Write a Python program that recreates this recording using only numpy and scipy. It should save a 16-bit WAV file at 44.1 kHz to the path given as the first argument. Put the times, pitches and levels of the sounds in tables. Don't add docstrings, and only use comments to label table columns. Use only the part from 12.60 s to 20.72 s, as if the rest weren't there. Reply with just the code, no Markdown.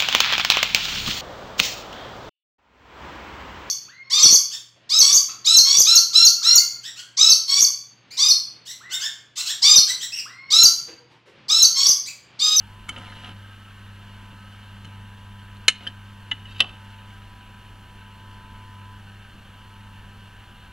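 import sys
import numpy as np
from scipy import signal
from scipy.fft import rfft, irfft, next_fast_len
from scipy.io import wavfile
from scipy.ndimage import uniform_filter1d, map_coordinates

SR = 44100
rng = np.random.default_rng(int(sys.argv[2]) if len(sys.argv) > 2 else 0)


def persist_wave(psi):
    counts = np.round(np.clip(psi, -1, 1) * 32767).astype(np.int16)
    wavfile.write(sys.argv[1], SR, np.atleast_2d(counts).T)


N = 358091

# (time [s], ring peak [dB], crack [dB], favoured frequency [Hz])
LATCH_CLICKS = [(2.2465, -37, -55, 1660), (2.2522, -35.5, -58, 3020), (2.968, -45, -62, 3800),
                (3.0812, 2.5, -17, 2730), (3.0836, 1.5, -19.5, 1660), (3.0915, -17, -38, 3000),
                (3.098, -31, -45, 4200), (3.1235, -27, -56, 2900), (3.1565, -39, -56, 2200)]
KEY_CLICKS = [(.3612, -34, -54, 1900), (.3645, -32, -58, 3080), (3.9945, -27, -45, 1500),
              (4.0036, -5, -19.5, 3680), (4.0056, -3, -11.5, 2700), (4.009, -12, -22, 2700),
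              (4.019, -14, -50, 3050), (4.0235, -20, -48, 3050), (4.0425, -26, -43, 2600),
              (4.094, -37, -44, 1400)]
PAWL_CLICKS = [(.2845, -35, -54, 1340), (.2903, -20.5, -32, 2250), (.2932, -29, -30, 3000),
               (.3765, -36, -60, 1300), (.383, -38, -47, 3000)]
DETENT_CLICKS = [(3.2675, -21.5, -45, 1700), (3.2722, -18, -35.5, 3130)]
SPRING_CLICKS = [(3.7128, -20, -42, 3600), (3.7146, -13.5, -42, 2470), (3.7172, -26, -44, 2050),
                 (3.7255, -29, -48, 1700), (3.8545, -34.5, -52, 3050)]

# (frequency [Hz], relative level [dB], decay by 60 dB [s])
LATCH_MODES = [(1322, -9.5, 0.07), (1650, -12, 0.016), (1736, -7, 0.039), (2160, -2, 0.035),
               (2190, -29, .19), (2440, 3.5, 0.016), (2500, -32, 0.194), (2764, -10, 0.1),
               (2900, -6, 0.028), (2995, 2, 0.053), (3031, -16.5, 0.13), (3280, -12, 0.04),
               (3591, -27, .12), (3765, -2.5, 0.025), (4130, -1.5, 0.026), (4200, -31, .24),
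               (4200, -1, 0.022), (4750, -11, 0.022), (5460, -9, 0.021), (5800, -32, .083),
               (6370, -6, 0.028), (6770, -11, 0.045), (6900, -6, 0.023), (8100, -16, 0.028),
               (8760, -12, .035), (10100, -21, .025), (10460, -40, .15)]
KEY_MODES = [(380, -27, .1), (537, -25.5, 0.17), (715, -23, 0.12), (1249, -23, 0.11), (1555, -15, 0.04),
             (1920, -8.5, 0.045), (2240, -23, 0.08), (2720, 4, 0.026), (3012, -18.5, 0.27),
             (3020, 4, 0.027), (3260, -4, 0.022), (3700, -3, 0.025), (3910, -9, 0.018), (4280, -14, 0.018),
             (4800, -13, 0.02), (5010, -17, 0.022), (5760, -26, .018), (6200, -26.5, 0.014)]
PAWL_MODES = [(1276, -3, 0.051), (1356, 0, 0.02), (2230, -2, 0.035), (2570, -11, .025), (3046, -2, 0.054),
              (6520, -10, .02), (6900, -8, 0.017), (8650, -12, 0.02)]
DETENT_MODES = [(1613, -5, 0.045), (1760, -9, 0.043), (2820, -10, 0.032), (3085, 3, 0.047),
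                (3140, -3, 0.04), (3800, -17, .02), (4370, -17, .02)]
SPRING_MODES = [(904, -16, 0.045), (1405, -14, 0.044), (1550, -22, .06), (1720, -10.5, 0.05),
                (2010, -5, 0.038), (2730, -12, 0.054), (2950, 2.5, 0.051), (3220, -17, 0.03),
                (3490, -10, 0.033), (3700, -14, .022), (6800, -20.5, 0.018)]
CABINET_MODES = [(166.5, 1.5, 0.18), (225, -1, 0.17), (277, -3, 0.1), (377, -12, 0.095), (530, -9, 0.097)]
BLUR_HZ = 10.7
THUD_FOLLOWS = 0.29

# (frequency [Hz], relative density [dB per Hz])
STEEL_CRACK = [(100, -3), (550, -6), (1300, 2), (3000, 6), (5200, -6), (7000, -2), (9200, 1), (12000, -15),
               (15500, -34)]
KEY_CRACK = [(100, 1), (600, -23), (1500, 8), (3500, 11), (5000, 1), (7200, -13), (9000, -4), (11000, -20),
             (15500, -16)]
LEVER_CRACK = [(100, 1), (500, -4), (950, 3), (2300, -10), (3600, 7), (5000, 1), (7200, -20), (9500, -8),
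               (15500, -30)]

# (time [s], level [dB])
KNOCKS = [(0.696, -41.5), (1.724, -42), (2.2483, -43), (3.267, -43), (6.745, -48)]
# (delay [s], level [dB])
WALLS = [(.0037, -26.5), (.0079, -17), (0.01, -33), (0.017, -22)]
# (frequency [Hz], decay by 60 dB [s])
ROOM_DECAY = [(150, 0.32), (1000, 0.24), (3000, 0.42), (7000, 0.21), (14000, 0.13)]
# (frequency [Hz], relative density [dB per Hz])
RATTLE = [(80, -12), (160, -13), (290, -6), (420, -3), (540, -1), (720, 1), (1000, 0), (1280, 0),
          (1700, -9), (4000, -48)]

# (start [s], length [s], level [dB])
STROKES = [(0.304, 0.39, -48), (0.63, 0.063, -60), (0.744, 1.66, -60), (1.773, 0.26, -70),
           (3.202, 0.06, -49), (4, 0.09, -51), (4.1, 0.52, -59.5)]
STROKE_ATTACK_S, STROKE_RELEASE_S, STROKE_RISE_DB_PER_S = 0.025, 0.033, 0.5
# (time [s], level [dB])
CATCHES = [(.3273, -48), (.361, -44), (0.376, -43), (.384, -45), (.416, -49), (.459, -50), (.477, -55),
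           (.502, -51), (.519, -53), (.5593, -51), (.581, -53), (.6421, -48), (.658, -51), (.69, -52),
           (.708, -50), (3.207, -44), (3.246, -47)]
CATCH_S = 0.0079
# (frequency [Hz], width [Hz], relative level [dB])
LEVERS = [(236, 30, 7.5), (555, 30, 4), (707, 28, 3.5), (890, 61, -1), (1260, 79, 5), (1690, 550, -0.5),
          (2130, 250, 1), (2960, 340, 3.5), (4120, 180, -8)]
LEVERS_TOP_HZ = 5200
SLIPS_PER_S, RUB_DB = 800, -1
# (frequency [Hz], relative density [dB per Hz])
GRIT = [(1500, -30), (4000, 6), (6000, -0.5), (7800, -5), (9600, -1), (12000, -12), (15500, -22)]
GRIT_PER_S, GRIT_DB = 4000, -13.5

# (start [s], length [s], frequency [Hz], level [dB])
SINGS = [(.86, .11, 1310, -59), (.86, .11, 1570, -58), (1.003, 0.14, 1320, -54), (1.2, .08, 1560, -57),
         (1.77, .13, 1316, -54), (4.51, 0.077, 1565, -54)]
# (frequency [Hz], width [Hz], relative level [dB])
DECK = [(923, 210, -8), (1301, 51, -0.5), (1532, 58, 3.5), (1770, 140, -2.5), (2210, 340, -7),
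        (2780, 286, 0), (3077, 306, -1), (3666, 320, -9.5), (4270, 256, -11)]
# (frequency [Hz], relative density [dB per Hz])
RUMBLE = [(20, -5.5), (35, 0.5), (48, -0.5), (70, -7), (130, -13), (175, -12), (220, -11), (300, -19.5),
          (450, -23), (700, -25), (1500, -26.5), (4000, -62)]
RUSTLE_DB, RUMBLE_DB, HISS_DB = -52.5, -50, -61.5

MAINS_HZ = 50
# (multiple of the mains, relative level [dB])
HUM = [(1, -21), (2, 0), (4, -9.5), (26, -20), (30, -36), (32, -19)]
# (time [s], level [dB])
HUM_LEVEL = [(.02, -45), (.18, -51), (.36, -44.5), (1.4, -45.5), (2.3, -44), (3.2, -45), (3.9, -44.5),
             (4.55, -45), (4.75, -48.5), (5.3, -48.5), (6.0, -44.5), (6.55, -45), (6.72, -50), (7.1, -47.5),
             (7.35, -45), (7.8, -49.5)]
# (time [s], slot pitch [Hz], whine [dB], first sideband below [dB])
ROTOR = [(0, 735, -62, -75), (.028, 840, -62, -72), (.043, 925, -56, -70), (.07, 945, -64, -65),
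         (.09, 970, -59, -59), (.125, 1000, -56, -66), (.22, 1009, -56, -59), (.7, 1007, -54.5, -56.5),
         (.78, 998, -63, -66), (.9, 992, -72, -68), (1.3, 999, -62, -67), (1.68, 998, -57, -59),
         (1.93, 988, -66, -66), (2.1, 990, -61, -63), (2.7, 991.5, -56.5, -62), (3.5, 995, -60, -63),
         (4, 993, -59.5, -62), (4.35, 993, -55.5, -57.5), (4.46, 990, -58, -59), (4.55, 986.5, -58, -72),
         (4.95, 988, -56, -66), (5.25, 987, -59, -65), (5.42, 992, -56.5, -59), (5.75, 997, -52.5, -57.5),
         (6.34, 999, -51.5, -60), (6.42, 987, -63, -64), (6.62, 984, -64, -74), (6.92, 989, -62, -66),
         (7.03, 993, -57, -63), (7.44, 992, -59, -62), (7.55, 987.5, -60.5, -73), (8.12, 989, -60, -67)]
# (steps of twice the mains from the whine, peak level [dB], slot pitch at the peak [Hz], width [Hz])
SIDEBANDS = [(-3, -82, 988, 20), (-2, -67.5, 986.5, 6), (1, -68, 1000, 24), (2, -68.5, 1000, 24),
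             (8, -68, 992, 20), (9, -68.5, 1002, 24)]

# (frequency [Hz], relative density [dB per Hz])
HISS = [(100, 13.5), (4000, -2), (5800, 2), (8000, -0.5), (10000, 1.5), (12500, -0.5), (15500, -2)]
DUCK_ABOVE, DUCK_DB, GAIN_SMOOTHING_S, RECOVER_DB_PER_S = 0.72, 5, 0.025, 54
TOP_HZ = 15760


def amp(db):
    return 10 ** (np.asarray(db) / 20)


def unit(x):
    return x / np.sqrt(np.mean(x ** 2) + 1e-20)


def along(points, hz):
    f, v = np.transpose(points)
    return np.interp(np.log(hz + 1), np.log(f + 1), v)


def curves(rows):
    s, *cols = np.transpose(rows)
    return [np.interp(np.arange(N) / SR, s, c) for c in cols]


def wobble(rate):
    coarse = np.arange(0, N + 16, 16)
    curve = map_coordinates(rng.standard_normal(len(coarse)), [coarse * rate / SR])
    return np.interp(np.arange(N), coarse, curve)


def filtered(x, response):
    n = x.shape[-1]
    m = next_fast_len(n + SR // 4)
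    return irfft(rfft(x, m) * response(np.fft.rfftfreq(m, 1 / SR)), m)[..., :n]


def noise(spectrum, size=N):
    return unit(filtered(rng.standard_normal(size), lambda hz: amp(along(spectrum, hz))))


def slips(per_s):
    happens = rng.random(N) < per_s / SR
    return unit(happens * rng.choice([-1, 1], N) * rng.uniform(size=N) ** 2)


def resonate(x, peaks, wander_db, rate):
    out = np.zeros(N)
    for k, (c, w, db) in enumerate(peaks):
        band = filtered(x, lambda f: 1j * f * w / (c * c - f * f + 1j * f * w))
        out += (-1) ** k * amp(db + wander_db * wobble(rate)) * band
    return unit(out)


def ring(modes, t, favoured_hz, scatter_db, attack, early_db, early_s):
    hz, db, t60 = np.transpose(modes)[:, :, None]
    favour_db = 7 * np.exp(-(np.log2(hz / favoured_hz) / 0.16) ** 2)
    strength_db = db + favour_db + scatter_db * rng.standard_normal(hz.shape)
    steps = rng.standard_normal((len(hz), len(t))) * np.sqrt(2 * np.pi * BLUR_HZ / SR)
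    drift = uniform_filter1d(np.cumsum(steps, axis=1), size=64, axis=1)
    x = np.sum(amp(strength_db - 60 * t / t60) * np.sin(2 * np.pi * hz * t + drift), axis=0)
    x = x * (1 - np.exp(-t / attack)) * amp(early_db * np.exp(-(t / early_s) ** 2))
    return x / np.abs(x).max()


def thud(t):
    return ring(CABINET_MODES, t, favoured_hz=280, scatter_db=4.0, attack=0.0049, early_db=4, early_s=0.0056)


def clicks(contacts, modes, crack_spectrum, crack_t60, thud_db, attack, early_db, early_s):
    out, t = np.zeros(N + SR), np.arange(SR // 3) / SR
    for s, ring_db, crack_db, favoured_hz in contacts:
        tone = ring(modes, t, favoured_hz, scatter_db=1.4, attack=attack, early_db=early_db, early_s=early_s)
        crack = amp(crack_db - 60 * t / crack_t60) * noise(crack_spectrum, size=len(t))
        body = amp(thud_db + THUD_FOLLOWS * ring_db) * thud(t)
        out[round(s * SR):][:len(t)] += amp(ring_db) * tone + crack + body
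    return out[:N]


def latch():
    return clicks(LATCH_CLICKS, LATCH_MODES, STEEL_CRACK, crack_t60=0.035, thud_db=-42.5,
                  attack=0.0011, early_db=7.5, early_s=0.0039)


def keys():
    return clicks(KEY_CLICKS, KEY_MODES, KEY_CRACK, crack_t60=0.016, thud_db=-37,
                  attack=0.00096, early_db=5.0, early_s=0.0055)


def pawl():
    return clicks(PAWL_CLICKS, PAWL_MODES, STEEL_CRACK, crack_t60=0.026, thud_db=-38,
                  attack=0.00089, early_db=-6.0, early_s=0.0035)


def spring_lever():
    return clicks(SPRING_CLICKS, SPRING_MODES, LEVER_CRACK, crack_t60=0.018, thud_db=-41.0,
                  attack=0.0011, early_db=4.5, early_s=0.0073)


def detent():
    return clicks(DETENT_CLICKS, DETENT_MODES, LEVER_CRACK, crack_t60=0.04, thud_db=-40,
                  attack=0.001, early_db=0.5, early_s=0.005)


def knocks():
    out, t = np.zeros(N + SR), np.arange(SR // 3) / SR
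    for s, db in KNOCKS:
        out[round(s * SR):][:len(t)] += amp(db) * thud(t)
    return out[:N]


def room(x, tail_db):
    near = filtered(x, lambda f: 1 + sum(amp(db) * np.exp(-2j * np.pi * f * delay) for delay, db in WALLS))
    hz, t, z = signal.stft(rng.standard_normal(SR // 2), SR, nperseg=256)
    decay = amp(-60 * t / along(ROOM_DECAY, hz)[:, None])
    tail = signal.istft(z * decay, SR, nperseg=256)[1]
    return near + amp(tail_db) * signal.fftconvolve(x, tail / np.linalg.norm(tail))[:N]


def rattle(start_s, spectrum, level_db, t60):
    t = np.maximum(np.arange(N) / SR - start_s, 0)
    chatter = unit(noise(spectrum) * amp(2.97 * wobble(150)))
    return amp(level_db - 60 * t / t60) * (1 - np.exp(-t / 0.0037)) * chatter


def key_drag(start_s, end_s, level_db):
    t = np.arange(N) / SR
    speed = np.clip((t - start_s) / (end_s - start_s), 0, 1) * (t < end_s)
    grit = rng.standard_normal(N) * amp(3.3 * wobble(180))
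    peaks = [(hz, np.log(1000) / np.pi / t60, db) for hz, db, t60 in KEY_MODES]
    return amp(level_db) * speed * resonate(grit, peaks, wander_db=1.5, rate=27)


def cam():
    pressure, catches = np.zeros(N), np.zeros(N)
    for s, length, db in STROKES:
        t = np.maximum(np.arange(N) / SR - s, 0)
        attack = np.minimum(t / STROKE_ATTACK_S, 1)
        release = np.exp(-np.maximum(t - length, 0) / STROKE_RELEASE_S)
        pressure += amp(db + STROKE_RISE_DB_PER_S * t) * attack * release
    t = np.arange(SR // 10) / SR
    for s, db in CATCHES:
        catches[round(s * SR):][:len(t)] += amp(db) * np.exp(-t / CATCH_S)
    rub = rng.standard_normal(N) * amp(RUB_DB + 1.6 * wobble(60))
    contact = filtered(slips(SLIPS_PER_S) + rub, lambda hz: 1 / (1 + (hz / LEVERS_TOP_HZ) ** 4))
    scrape = (pressure + catches) * resonate(contact, LEVERS, wander_db=2.5, rate=41)
    grit = unit(filtered(slips(GRIT_PER_S), lambda hz: amp(along(GRIT, hz))))
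    return scrape + amp(GRIT_DB) * pressure * grit


def singing(waver_hz):
    t, out = np.arange(N) / SR, np.zeros(N)
    for s, length, hz, db in SINGS:
        swell = np.sin(np.pi * np.clip((t - s) / length, 0, 1)) ** 2
        turns = np.cumsum(hz + waver_hz * wobble(90)) / SR
        out += amp(db) * swell * np.sqrt(2) * np.sin(2 * np.pi * turns)
    return out


def motor():
    t = np.arange(N) / SR

    def tone(turns):
        return np.sqrt(2) * np.sin(2 * np.pi * (turns + rng.random()))

    hum_db, = curves(HUM_LEVEL)
    hum = sum(amp(db + 1.06 * wobble(7)) * tone(round(k) * MAINS_HZ * t) for k, db in HUM)
    pitch, whine_db, below_db = curves(ROTOR)
    pitch = pitch + 0.61 * wobble(13)
    slots = np.cumsum(pitch) / SR
    pulses = 2 * MAINS_HZ * t
    whine = amp(whine_db + 0.89 * wobble(9) + 0.96 * wobble(45)) * tone(slots)
    below = amp(below_db + 1.7 * wobble(7.6)) * tone(slots - pulses)
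    sidebands = np.zeros(N)
    for k, db, peak_hz, width_hz in SIDEBANDS:
        resonance = 1 / (1 + ((pitch - peak_hz) / width_hz) ** 2)
        sidebands += amp(db + 1.9 * wobble(5)) * resonance * tone(slots + round(k) * pulses)
    return amp(hum_db) * hum + whine + below + sidebands


def drive():
    rolling = rng.standard_normal(N) * amp(0.77 * wobble(150) + 0.37 * wobble(6.9))
    rustle = amp(RUSTLE_DB) * resonate(rolling, DECK, wander_db=0.82, rate=14)
    rumble = amp(RUMBLE_DB + 0.99 * wobble(3.944)) * noise(RUMBLE)
    return rustle + rumble


def hiss():
    return amp(HISS_DB) * noise(HISS)


def scene():
    small_parts = keys() + detent() + spring_lever() + knocks()
    mechanism = room(latch(), tail_db=-24.0) + room(pawl(), tail_db=-22) + room(small_parts, tail_db=-23.5)
    latch_chatter = rattle(3.083, STEEL_CRACK, level_db=-34, t60=0.16)
    drag = key_drag(start_s=3.79, end_s=4.004, level_db=-44.5)
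    release_chatter = rattle(4.005, RATTLE, level_db=-35.0, t60=0.29)
    moving = mechanism + latch_chatter + drag + release_chatter + cam()
    mono = moving + singing(waver_hz=30) + motor() + drive() + hiss()
    return np.array([mono, mono])


def record(dry):
    hardness = 12
    clipped = dry / (1 + np.abs(dry) ** hardness) ** (1 / hardness)
    recovery_db = RECOVER_DB_PER_S * np.arange(N) / SR
    overload_db = DUCK_DB * (np.abs(dry[0]) > DUCK_ABOVE)
    duck_db = np.maximum.accumulate(overload_db + recovery_db) - recovery_db
    keep = np.exp(-1 / (GAIN_SMOOTHING_S * SR))
    left, right = clipped * amp(-signal.lfilter([1 - keep], [1, -keep], duck_db))
    pair = np.array([np.concatenate([[0], left[:-1]]), right])
    return filtered(pair, lambda hz: hz < TOP_HZ)


dry = scene()
out = record(dry)
persist_wave(out)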